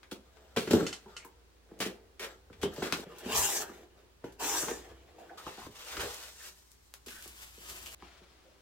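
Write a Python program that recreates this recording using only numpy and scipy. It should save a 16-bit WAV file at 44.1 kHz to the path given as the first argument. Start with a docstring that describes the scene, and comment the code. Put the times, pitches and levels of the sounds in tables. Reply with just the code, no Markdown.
"""Opening parcels on a carpet

Hands open parcels in a small room, close to a stereo microphone, in five moments joined by hard splices.
Rubbing is noise and tiny slips in the colour of tape, flaps, gift box or wrap; it also drums the hollow boxes.
Rips, creaks, snaps, ticks and cutter clicks are short bursts; knocks ring the modes of the cardboard.
Soft puffs of moved air, a low wavering hum and a faint hiss run unbroken beneath.
"""
import sys
import numpy as np
from scipy import signal
from scipy.fft import rfft, irfft, next_fast_len
from scipy.io import wavfile
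from scipy.ndimage import uniform_filter1d, map_coordinates

SR = 44100
rng = np.random.default_rng(int(sys.argv[2]) if len(sys.argv) > 2 else 0)


def digitize_waveform(pressure):
    """Quantize a signal to 16-bit integers and store it at the path in sys.argv[1].

    Rows of a 2-D input are taken as channels; values are limited to [-1, 1].
    """
    field = np.atleast_2d(pressure).T
    bounded = np.clip(field, -1, 1)
    quanta = np.round(bounded * 32767).astype(np.int16)
    wavfile.write(sys.argv[1], SR, quanta)


def boost_factor(decibels):
    """Convert a level in decibels to a linear amplitude factor."""
    exponent = np.asarray(decibels, float) / 20
    return 10 ** exponent


N = 379701  # length in samples

# Colours of rubbed materials. Each row: frequency in Hz, relative level in dB per Hz.
FLAPS = [(350, -67.5), (600, -9), (858, -12.5), (1240, -13), (1730, -8.5), (2120, -14.5), (2610, -9.5),
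         (4340, -13), (6030, -7), (7520, -7), (9890, -14), (15100, -9.5), (16000, -21.5)]
GIFT_BOX = [(350, -71), (600, 0.5), (679, -5.5), (790, -3.5), (1900, -2), (2090, -3.5), (2400, -3),
            (2950, -0.5), (8900, -6), (9800, -11.5), (13800, -8.5), (16000, -16)]
SLEEVE = [(350, -31), (600, -9), (846, -11.5), (1070, -11), (1160, -9.5), (3340, -13), (15100, -38.5),
          (16000, -30.5)]
# Ringing modes of the hollow carton. Each row: frequency in Hz, width in Hz, strength in dB.
BOX_MODES = [(109, 60, -20), (181, 40, -7.5), (219, 49, -4.5), (289.2, 90, -4), (376.3, 41.8, 4),
             (460.4, 56.4, 4), (728, 415, -8.5), (900, 41, -8.5), (1510, 570, -20.5)]
# How alike left and right are for wide sources. Each row: frequency in Hz, likeness (1 is the same).
WIDE_ALIKE = [(200, 1), (700, 0.72), (2000, 0.75), (8000, 0.05)]


def unit(x):
    """Scale to rms 1."""
    return x / np.sqrt(np.mean(x ** 2) + 1e-20)


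def along(points, hz):
    """Read (Hz, value) points on a log frequency axis."""
    f, v = np.transpose(points)
    return np.interp(np.log(hz + 1), np.log(f + 1), v)


def curves(rows, t):
    """Read each column after the time column at times t."""
    s, *cols = np.transpose(rows)
    return [np.interp(t, s, c) for c in cols]


def swells(rows, t):
    """Add up bell-shaped gains from rows of centre in seconds, dB and length in seconds."""
    return sum(boost_factor(db) * np.exp(-.5 * ((t - s) / length) ** 2) for s, db, length in rows)


def wobble(rate, size):
    """A smooth random curve with rate knots a second."""
    knots = rng.standard_normal(int(size * rate / SR) + 4)
    return map_coordinates(knots, [np.arange(size) * rate / SR])


def filtered(x, response):
    """Multiply the spectrum of x by a complex response of frequency."""
    m = next_fast_len(x.shape[-1] + SR // 4)
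    spectrum = rfft(x, m) * response(np.fft.rfftfreq(m, 1 / SR))
    return irfft(spectrum, m)[..., :x.shape[-1]]


def add_at(out, s, sound):
    """Mix a sound into out, starting at s seconds."""
    start = round(s * SR)
    out[..., start:start + sound.shape[-1]] += sound


def resonance(hz, centre, width):
    """One resonance of peak gain 1 that rings only after it is struck."""
    return 1j * hz * width / (centre ** 2 - hz ** 2 + 1j * hz * width)


def sides(db):
    """Gains of left and right for a level difference, left over right."""
    return boost_factor(np.multiply.outer([.5, -.5], db))


def spread(pair, alike, lag_ms=0):
    """Make left and right from two unrelated signals, one shared and one opposed; left lags by lag_ms."""
    turn = lambda hz: np.arccos(np.clip(along(alike, hz), -1, 1)) / 2
    mid, side = filtered(pair, lambda hz: np.array([np.cos(turn(hz)), np.sin(turn(hz))]))
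    ramp = lambda hz: np.exp(1j * np.pi * hz * lag_ms / 1000 * np.array([[-1], [1]]))
    return filtered(np.array([mid + side, mid - side]), ramp)


def grains(size, rate, scatter_db):
    """Friction: two trains of tiny slips of uneven strength, in clumps, on a bed of noise."""
    shape = (2, size)
    strength = boost_factor(scatter_db * np.minimum(rng.exponential(size=shape), 3))
    slips = (rng.random(shape) < rate / SR) * rng.standard_normal(shape) * strength
    clumps = boost_factor(1.6 * wobble(60, size) + 0.42 * wobble(18, size))
    return (unit(slips) + 0.98 * rng.standard_normal(shape)) * clumps


def box(hz, gains_db=np.zeros(len(BOX_MODES))):
    """The panels and the air inside the cardboard: a sum of resonances with alternating signs."""
    return sum((-1) ** k * boost_factor(db + gains_db[k]) * resonance(hz, centre, width)
               for k, (centre, width, db) in enumerate(BOX_MODES))


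def piece(hz, count, breadth, top_hz):
    """The colour of a small piece: a hump at its pitch, a few chance modes, and a dull top."""
    modes = hz * 2 ** rng.normal(0, 0.64, count)

    def response(f):
        chance = sum(resonance(f, m, 0.019 * m) for m in modes)
        return (resonance(f, hz, breadth * hz) + 0.42 * chance) / (1 + 1j * f / top_hz) ** 2
    return response


def air():
    """Steady room noise, and a wavering hum of the building inside a band of rumble."""
    # Colour of the room noise. Each row: frequency in Hz, relative level in dB per Hz.
    noise_colour = [(56, -9.5), (95, -6.5), (251, -10), (292, -9.5), (370, -8.5), (621, -15.5), (998, -13),
                    (1350, -16), (2520, -18.5), (4420, -20), (14200, -30.5), (16500, -20.5)]
    # Each row: frequency in Hz, likeness of left and right.
    noise_alike = [(60, 0.99), (240, -0.094), (950, -0.12), (3770, -0.073), (15000, -0.32)]
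    # Level of the hum. Each row: time in seconds, level in dB.
    hum_level = [(0.0, -68), (0.62, -66), (4.17, -66.5), (4.89, -59), (5.37, -73), (6.21, -66.5),
                 (6.6, -70.5), (7.36, -63.5), (7.87, -61.5), (8.61, -71.5)]
    noise = filtered(rng.standard_normal((2, N)), lambda hz: boost_factor(along(noise_colour, hz)))
    pitch_hz = 58 + 2.8 * wobble(2.3, N)
    hum = np.sin(2 * np.pi * np.cumsum(pitch_hz) / SR) * boost_factor(0.5 * wobble(15.0, N))
    rumble = filtered(rng.standard_normal((2, N)), lambda hz: resonance(hz, 72.6, 30) ** 2)
    low = unit(hum) * sides([-1.1]) + boost_factor(-5.0) * spread(unit(rumble), noise_alike)
    low_gain = boost_factor(curves(hum_level, np.arange(N) / SR)[0])
    return boost_factor(-65.5) * spread(unit(noise), noise_alike) + low_gain * low


def puffs():
    """Air pushed out by a swinging flap or a lifted load: low soft thuds of noise."""
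    # Each row: centre in seconds, rms level in dB, length in seconds.
    puff_rows = [(2.668, -55, 0.1), (3.385, -45, 0.046), (4.913, -61, 0.027), (5.476, -56.5, 0.02),
                 (5.663, -56.5, 0.035), (6.018, -49.5, 0.05)]
    thud = filtered(rng.standard_normal(N), lambda hz: resonance(hz, 71.0, 61) ** 2)
    return swells(puff_rows, np.arange(N) / SR) * unit(thud)


def cutter():
    """The cutter's slider clicks in its track: a noisy rattle, and the blade and handle ring."""
    # Each row: start in seconds, level in dB before the cuts made below.
    click_rows = [(0.8665, -24), (0.9282, -27.5), (1.1662, -31.5)]
    # Ringing of blade and handle. Each row: frequency in Hz, level in dB, time to fall 60 dB in seconds.
    ring_modes = [(1406, -3, 0.069), (2100, -7, 0.089), (2720, -1, 0.054), (3005, 3, 0.047),
                  (4420, -1.5, 0.054), (5330, -1, 0.029), (6500, -7.5, 0.049)]
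    low_hz, top_hz, rattle_t60 = 1800, 8200, 0.17
    out, t = np.zeros((2, N + SR)), np.arange(SR // 4) / SR
    band = lambda hz: 1 / (1 + (low_hz / (hz + 1)) ** 2) / np.sqrt(1 + (hz / top_hz) ** 12)
    for s, db in click_rows:
        # every click rings at slightly new strengths
        ring = sum(boost_factor(level + rng.normal(0, 0.47) - 60 * t / t60) * np.sin(2 * np.pi * hz * t)
                   for hz, level, t60 in ring_modes)
        noise = filtered(rng.standard_normal((2, len(t))), band)
        rattle = boost_factor(db - 13.5 - 60 * t / rattle_t60) * spread(unit(noise), WIDE_ALIKE)
        add_at(out, s, boost_factor(db - 12) * ring + rattle)
    return out[:, :N]


def ticks():
    """Creasing film and card: one clean click across a band, and a faint rustle after it."""
    # Each row: start in seconds, peak in dB, lowest Hz, highest Hz, left over right in dB.
    tick_rows = [(6.1445, -26, 4000, 14000, 1), (6.7176, -42.5, 5000, 13900, 18),
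                 (6.9397, -23.5, 400, 16160, 3), (7.1065, -32, 1240, 11000, 0.5),
                 (7.2245, -29.5, 3000, 10150, -1.5), (7.2785, -28.5, 5000, 14100, -2),
                 (7.588, -50.5, 10000, 15000, -4), (7.6995, -25.5, 2480, 8000, -7),
                 (7.8612, -29, 2320, 6000, 7), (8.0245, -42, 393, 1800, -5)]
    tail_db, tail_t60 = -28.5, .12  # rustle before the band filter, and seconds to fall 60 dB
    out, t = np.zeros((2, N + SR)), np.arange(SR // 4) / SR
    for s, db, low, high, pan_db in tick_rows:
        burst = (t == 0) + boost_factor(tail_db - 60 * t / tail_t60) * rng.standard_normal((2, len(t)))
        band = lambda hz: (1j * hz / low / (1 + 1j * hz / low) / (1 + 1j * hz / high)) ** 2
        tone = filtered(burst, band)
        add_at(out, s, boost_factor(db) * tone / abs(tone).max() * sides([pan_db]))
    return out[:, :N]


def creaks():
    """Thin card and film creak: coarse slips ring one broad resonance of the bent sheet."""
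    # Each row: start in seconds, level in dB, run in seconds, then time to fall 60 dB in seconds, centre in Hz.
    creak_rows = [(1.059, -63, 0.01, 0.45, 900), (1.12, -62.5, 0.042, 0.072, 1270),
                  (1.17, -60, 0.064, 0.14, 2240), (1.246, -62, 0.013, 0.21, 900),
                  (2.621, -42.5, 0.016, 0.23, 3120), (3.62, -63, 0.02, .08, 900),
                  (4.4, -43.5, 0.19, .1, 888), (4.5, -51, 0.13, 0.11, 1670),
                  (5.18, -54.5, 0.041, 0.12, 700), (5.293, -54, 0.014, 0.046, 1610),
                  (5.3, -51, 0.023, .08, 730), (5.376, -54, 0.04, 0.088, 1250),
                  (5.465, -46, 0.013, 0.13, 840), (5.577, -49.5, .015, 0.066, 810),
                  (5.615, -54.5, 0.043, .1, 990), (6.402, -59, 0.056, 0.075, 1780),
                  (7.106, -58, .1, .06, 1600), (7.858, -51, 0.029, 0.098, 3030),
                  (8.022, -65, 0.0087, 0.15, 900), (8.205, -68, .03, 0.089, 500),
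                  (8.44, -67.5, 0.085, .08, 554)]
    out, t = np.zeros((2, N + SR)), np.arange(SR // 2) / SR
    for s, db, run, t60, hz in creak_rows:
        band = lambda f: resonance(f, hz, 0.28 * hz) ** 2
        sound = spread(filtered(grains(len(t), 900, 2.2), band), WIDE_ALIKE)
        shape = np.minimum(t / 0.0038, 1) * boost_factor(db - 60 * np.maximum(t - run, 0) / t60)
        add_at(out, s, unit(shape * sound) * np.sqrt(np.mean(shape ** 2)))
    return out[:, :N]


def tears():
    """Blade through tape, ripping tape, dragging card: grainy noise starts at once, runs, fades; the box joins."""
    # Each row: start in seconds, level in dB, run in seconds, then time to fall 60 dB in seconds, centre in Hz.
    tear_rows = [(.112, -45, 0.0062, 0.16, 3000), (.562, -38.5, 0.0075, 0.42, 2980),
                 (0.707, -35, 0.029, 0.049, 3430), (0.736, -53.5, 0.094, 0.83, 2760),
                 (1.802, -33, 0.016, 0.24, 2720), (2.194, -41.5, 0.055, 0.12, 2100),
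                 (2.614, -46, 0.0099, 0.12, 3050), (2.823, -38.5, 0.013, 0.29, 1880),
                 (2.927, -49, 0.08, 0.13, 3020), (3.377, -29, 0.006, 0.033, 7250),
                 (3.391, -40, 0.0055, 0.044, 7000), (4.24, -55, 0.0057, 0.05, 2000)]
    out, t = np.zeros((2, N + SR)), np.arange(SR // 2) / SR
    for s, db, run, t60, hz in tear_rows:
        rip = grains(len(t), 3000, 0.72)
        sheet = unit(filtered(rip, piece(hz, count=6, breadth=1.0, top_hz=60000)))
        sound = sheet + .5 * unit(filtered(rip, box))  # the tape pulls on the box
        shape = np.minimum(t / 0.0018, 1) * boost_factor(db - 60 * np.maximum(t - run, 0) / t60)
        add_at(out, s, shape * spread(sound, WIDE_ALIKE, lag_ms=-0.086) * sides([1]))
    return out[:, :N]


def snaps():
    """Tape, blade, card and film snap: a sharp crack and a short rattle, in the colour of the piece."""
    # Each row: start in seconds, peak in dB, centre in Hz, left over right in dB, rattle over the crack in dB.
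    snap_rows = [(0.0314, -37.5, 1510, 1, -8), (0.3706, -44.5, 1250, 13, -17), (0.563, -24, 1510, -2, 2),
                 (0.5715, -16, 1630, 1, -11), (0.6748, -29, 1525, -0.5, -5),
                 (0.7142, -22.5, 1600, -6, -26.5), (0.734, -21, 7000, -1, -12),
                 (1.062, -55.5, 900, -2, -18), (1.248, -37.5, 11700, 7, -6), (1.79, -42.5, 6500, 3, -4.5),
                 (1.8201, -25, 1510, -1, -6), (2.529, -46.5, 1750, 3.5, -4), (2.6303, -29, 3150, 12.5, -3),
                 (2.738, -39.5, 9000, -0.5, -4.5), (2.763, -30, 3600, -1, -20), (2.873, -28, 1700, 0, -17),
                 (2.9245, -11.5, 2100, 2, -21.5), (2.938, -22, 2930, 6, -9), (3.184, -35.5, 7200, 1, 1),
                 (4.323, -46, 6500, -1.5, 0), (4.6852, -26.5, 1270, 8, -7.5), (5.4668, -36, 1360, -6, -10),
                 (5.9685, -26, 2100, 4.5, -7), (5.9955, -27.5, 1510, -6.5, 0),
                 (6.2015, -30, 4000, -8, -13.5), (7.0841, -30.5, 2150, -3.5, -15),
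                 (7.867, -44, 3200, -0.5, -12)]
    out, t = np.zeros((2, N + SR)), np.arange(SR // 4) / SR
    for s, db, hz, pan_db, rattle_db in snap_rows:
        fade = boost_factor(-60 * t / 0.0012) + boost_factor(rattle_db - 60 * t / 0.12)
        burst = rng.standard_normal((2, len(t))) * fade
        burst = burst + [[3], [0]] * (t == 0)  # a single click in one of the two signals
        colour = piece(hz, count=4, breadth=1.5, top_hz=5.0 * hz)
        tone = spread(filtered(burst, colour), WIDE_ALIKE, lag_ms=-0.056)
        add_at(out, s, boost_factor(db) * tone / abs(tone).max() * sides([pan_db]))
    return out[:, :N]


def knocks():
    """A soft push and a little rattle ring the box; the hard edge of a blow reaches its higher modes."""
    # Each row: start in seconds, peak of the soft part in dB, hard edge over it in dB (before 3 dB is taken off).
    knock_rows = [(0.117, -33.5, -3.5), (0.569, -20, -5.5), (0.673, -27, -24), (0.708, -19, -13.5),
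                  (0.733, -10, -12.5), (0.745, -16, -24), (0.763, -20, -21), (0.778, -28, -20),
                  (0.789, -27.5, -16), (0.807, -25.5, -3), (0.826, -23.5, -24), (1.059, -43.5, -3.5),
                  (1.248, -50.5, 10.5), (1.714, -40.5, -13), (1.802, -31.5, 0), (1.858, -27, -33),
                  (2.5, -45.5, -2), (2.632, -21.5, -3.5), (2.659, -32, -15), (2.78, -32.5, -15),
                  (2.822, -25.5, 0.5), (2.862, -35, -14), (2.924, -28.5, 8.5), (2.991, -35, -18),
                  (3.067, -39.5, -20), (3.258, -29.5, -20), (3.694, -38.5, -1.5), (4.241, -31.5, -3.5),
                  (4.63, -34, 6), (4.683, -50.5, 25), (5.466, -38, 7), (5.577, -42.5, -1),
                  (5.666, -40.5, 0), (5.971, -39, 6), (7.067, -42.5, -5), (7.257, -49, 4.5),
                  (7.576, -48, -26.5), (8.023, -46.5, 10.5), (8.213, -50.5, -20)]
    out, t = np.zeros(N + SR), np.arange(SR // 4) / SR
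    u = t / 0.00059  # time counted in rise times of the push
    for s, db, hard_db in knock_rows:
        rattle = rng.standard_normal((2, len(t))) * boost_factor(-60 * t / [[.03], [.02]])
        # each blow lands elsewhere: mode strengths (dB) and pitch vary
        gains_db = 2 * rng.standard_normal(len(BOX_MODES))
        size = 1 + .03 * rng.standard_normal()
        body = lambda hz: box(size * hz, gains_db)
        push = u * np.exp(1 - u) + 0.97 * rattle[0]
        soft = filtered(push, lambda hz: body(hz) / (1 + 1j * hz / 800) ** 2)
        edge = filtered(rattle[1], lambda hz: body(hz) * resonance(hz, 1200, 804) ** 2)
        add_at(out, s, boost_factor(db) * (soft / abs(soft).max() + boost_factor(hard_db - 3) * edge / abs(edge).max()))
    return out[:N]


def pops(hiss_db):
    """Sparse dry ticks of creasing plastic film, which follow the hiss level of that instant."""
    rate, over_hiss_db, centre_hz = 45, 17, 6000  # ticks a second; dB before the filter
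    size = len(hiss_db)
    draw = rng.random(size) < rate / SR
    strength = boost_factor(hiss_db + over_hiss_db + 4.5 * rng.standard_normal((2, size)))
    impulses = draw * strength * rng.choice([-1, 1], size)
    return filtered(impulses, lambda hz: resonance(hz, centre_hz, 1.2 * centre_hz))


def bending(x, t, ring_db, patchy_db):
    """A panel and an edge resonance that move as the card bends, among many passing small ones."""
    # Pitch of the bending card. Each row: time in seconds, frequency in Hz.
    panel_path = [(0, 1320), (3.0, 1270), (3.3, 1080), (3.7, 735), (4.4, 900), (4.6, 883), (4.8, 715),
                  (5.3, 780), (6.0, 1064), (6.45, 1747), (7.15, 1583), (7.5, 1230), (8.61, 1090)]
    # Bright band of a dragging flap edge. Each row: time in seconds, frequency in Hz, strength in dB.
    edge_path = [(3.2, 3060, -2), (3.3, 3200, 4), (3.35, 3180, 3), (3.375, 7630, -1), (3.52, 7930, 1),
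                 (3.58, 6220, 5.5), (3.66, 5960, -18.5), (4.38, 6000, -14), (4.47, 6560, -2.5),
                 (4.56, 7000, 5), (4.64, 7670, 4.5), (4.75, 6860, 7), (5, 6000, -16.5)]
    hz, s, z = signal.stft(x, SR, nperseg=512)
    hz = hz[:, None]
    field = uniform_filter1d(rng.standard_normal(z.shape[1:]), size=3, axis=0)
    field = uniform_filter1d(field, size=10, axis=1)
    patches = boost_factor(patchy_db * unit(field) / (1 + hz / 9000))
    panel = curves(panel_path, t[0] + s)[0]
    edge, edge_db = curves(edge_path, t[0] + s)
    ring = 1 + boost_factor(ring_db) * abs(resonance(hz, panel, .35 * panel)) ** 2
    ring = ring * (1 + boost_factor(edge_db) * abs(resonance(hz, edge, 0.58 * edge)) ** 2)
    return signal.istft(z * ring * patches, SR, nperseg=512)[1][:, :len(t)]


def rubbing(rows, shares, material, grain, t):
    """Slips take the material's colour and shake the box; one effort drives scrape, hiss and drumming."""
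    # A hand leans on a box and it rumbles. Each row: centre in seconds, rms level in dB, length in seconds.
    lean_rows = [(.785, -36.5, 0.017), (1.89, -58, 0.12), (2.65, -43, 0.02), (3.06, -60, 0.073),
                 (3.278, -48.5, 0.033), (4.45, -49, 0.015), (4.7, -41.5, 0.019), (4.915, -55, 0.012),
                 (5.35, -64, 0.094), (6.023, -43.5, 0.032)]
    firm_db = -50  # scrape level at which the shares hold
    film_out_s, film_db_per_s = 5.56, 9  # the wrap slides out of the gift box: hiss gains on the scrape
    far_flap_s, far_flap_hiss_db = 4.2, -1.5  # the second flap drags with less hiss
    rate, scatter_db, lag_ms, pan_db, ring_db, patchy_db, box_size = grain
    hiss_over_db, hiss_grows, drum_over_db, drum_grows = shares

    scrape_db, = curves(rows, t)
    extra_db = film_db_per_s * np.maximum(t - film_out_s, 0) * (material is GIFT_BOX)
    extra_db = extra_db + far_flap_hiss_db * (t > far_flap_s) * (material is FLAPS)
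    hiss_db = firm_db + hiss_over_db + hiss_grows * (scrape_db - firm_db) + extra_db
    drum_gain = boost_factor(firm_db + drum_over_db + drum_grows * (scrape_db - firm_db)) + swells(lean_rows, t)

    slips = spread(grains(len(t), rate, scatter_db), WIDE_ALIKE, lag_ms)
    slips = bending(slips, t, ring_db, patchy_db)
    upper = lambda hz: 1 / (1 + (4000 / (hz + 1)) ** 6)  # share of the hiss, above about 4 kHz
    scrape = unit(filtered(slips, lambda hz: boost_factor(along(material, hz)) * (1 - upper(hz))))
    hiss = unit(filtered(slips, lambda hz: boost_factor(along(material, hz)) * upper(hz)))
    shaking = spread(grains(len(t), 900, 5.0), WIDE_ALIKE)
    drum = unit(filtered(shaking, lambda hz: box(box_size * hz)))
    film = (t > film_out_s) & (material is not SLEEVE)
    surface = boost_factor(scrape_db) * scrape + boost_factor(hiss_db) * hiss + film * pops(hiss_db)
    return surface * sides([pan_db]) + drum_gain * drum


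def room(x):
    """Echoes as fading noise, drawn afresh every quarter second; each frequency dies at its own speed."""
    # Each row: frequency in Hz, time to fall 60 dB in seconds.
    decay = [(100, 0.27), (500, 0.29), (3000, 0.16), (12000, 0.12)]
    # Each row: frequency in Hz, likeness of left and right in the tail.
    tail_alike = [(100, 0.91), (400, 0.84), (900, 0.069), (3000, 0.04)]
    out, step = np.zeros((2, x.shape[1] + SR)), SR // 4
    for i in range(0, x.shape[1], step):
        hz, t, z = signal.stft(rng.standard_normal((2, SR // 2)), SR, nperseg=256)
        fade = boost_factor(-60 * t / along(decay, hz)[:, None])
        tail = signal.istft(z * fade, SR, nperseg=256)[1]
        tail = tail / np.linalg.norm(tail[0])
        wet = signal.fftconvolve(x[:, i:i + step].mean(0)[None], tail, axes=1)
        out[:, i + 200:][:, :wet.shape[1]] += wet  # the tail starts 200 samples late
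    return spread(out[:, :x.shape[1]], tail_alike)


def scene():
    """Each moment joins mid-stroke with its room already sounding; the next splice cuts its tail off."""
    # Starts of the five moments and the end, in seconds.
    splices = [0, 3.043, 5.375, 7.062, 7.948, 8.7]
    # Effort of the rubbing, one list a moment. Each row: time in seconds, scrape level in dB.
    effort = [
        [(0.0, -79), (0.2, -78), (0.41, -67.5), (0.64, -71), (0.74, -39.5), (0.81, -45), (0.95, -59.5),
         (1.02, -78), (1.12, -63), (1.53, -89.5), (1.75, -85.5), (2.06, -106), (2.3, -55.5), (2.42, -79.5),
         (2.65, -66), (2.78, -49.5), (2.85, -48), (3.04, -52.5)],
        [(3.05, -65.5), (3.225, -55.5), (3.3, -45.5), (3.376, -36), (3.476, -38), (3.62, -41.5), (3.67, -53.5),
         (3.84, -62), (3.89, -79), (3.994, -65), (4.19, -89), (4.256, -56), (4.378, -76), (4.398, -45.5),
         (4.445, -38.5), (4.595, -39.5), (4.703, -47), (4.77, -52), (4.81, -56), (4.949, -64.5), (5.167, -67.5),
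         (5.193, -59.5), (5.37, -66)],
        [(5.38, -52.5), (5.426, -57), (5.46, -51.5), (5.662, -55.5), (5.7, -68), (5.745, -55.5), (5.895, -48.5),
         (6.023, -43.5), (6.121, -51.5), (6.243, -52.5), (6.341, -64), (6.481, -51), (6.519, -71), (6.767, -85),
         (6.9, -90)],
        [(7.068, -53), (7.204, -56), (7.398, -59), (7.418, -53.5), (7.528, -62.5), (7.712, -50), (7.786, -54),
         (7.943, -52)],
        [(7.955, -82.5), (8.01, -65), (8.04, -60.5), (8.1, -64.5), (8.163, -64), (8.301, -69), (8.61, -75)],
    ]
    # Each row, one a moment: hiss over scrape in dB, hiss growth in dB per dB,
    # drumming over scrape in dB, drumming growth in dB per dB.
    effort_shares = [(-5.5, 1.05, -11, 0.38), (-1.5, 1.5, -4, 0.64), (-4, 0.76, -12.5, 0.9),
                     (1, 1, -12.5, 1.9), (-9, 0.67, -16.5, 0.26)]
    # Each row, one a moment: grains a second, strength scatter in dB, left lag in ms, left over right in dB,
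    # panel ring in dB, patchiness in dB, size of the box against the carton.
    grain_rows = [(6000, 3.5, -0.083, 3, -1, 4, 0.99), (4000, 1, 0.066, 1.5, 5.5, 4.5, 1.045),
                  (6570, 0, -0.093, 1.5, -9, 2, 0.96), (5000, 3, -0.21, 2.5, -9.5, 1.5, 1.22),
                  (7050, 3, 0.035, 5.5, -25, 0.5, 1.16)]
    # Colours of tape and bubble wrap. Each row: frequency in Hz, relative level in dB per Hz.
    tape = [(350, -14.5), (600, 4), (1080, -5.5), (1530, -2), (2340, -12), (3390, -5.5), (8050, 0),
            (9600, -19), (13000, -4.5), (16000, -13.5)]
    wrap = [(350, -15), (600, -12.5), (1330, -10), (2010, -7.5), (2800, -5), (3730, -6.5), (7520, 2),
            (10500, -2), (15100, -0.5), (16000, -12.5)]
    materials = [tape, FLAPS, GIFT_BOX, wrap, SLEEVE]

    hits = tears() + creaks() + snaps() + ticks() + cutter() + knocks()
    lead = SR // 5  # rubbing ahead of each splice, heard only through its room tail
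    edges = np.minimum(np.round(np.multiply(splices, SR)).astype(int), N)
    parts = []
    for a, b, rows, shares, material, grain in zip(edges, edges[1:], effort, effort_shares, materials, grain_rows):
        near = np.pad(hits[:, a:b], [(0, 0), (lead, 0)])
        near = near + rubbing(rows, shares, material, grain, np.arange(a - lead, b) / SR)
        parts.append((near + boost_factor(-5.5) * room(near))[:, lead:])
    return np.hstack(parts) + puffs() + air()


def top_cut(x):
    """Nothing passes above the cut-off."""
    return signal.sosfilt(signal.butter(12, 16970, fs=SR, output="sos"), x)


def record(dry):
    """The microphone keeps nothing above its band limit of 16 kHz."""
    mix = filtered(dry, lambda hz: hz < 16000)
    return top_cut(mix)


dry = scene()
out = record(dry)
digitize_waveform(out)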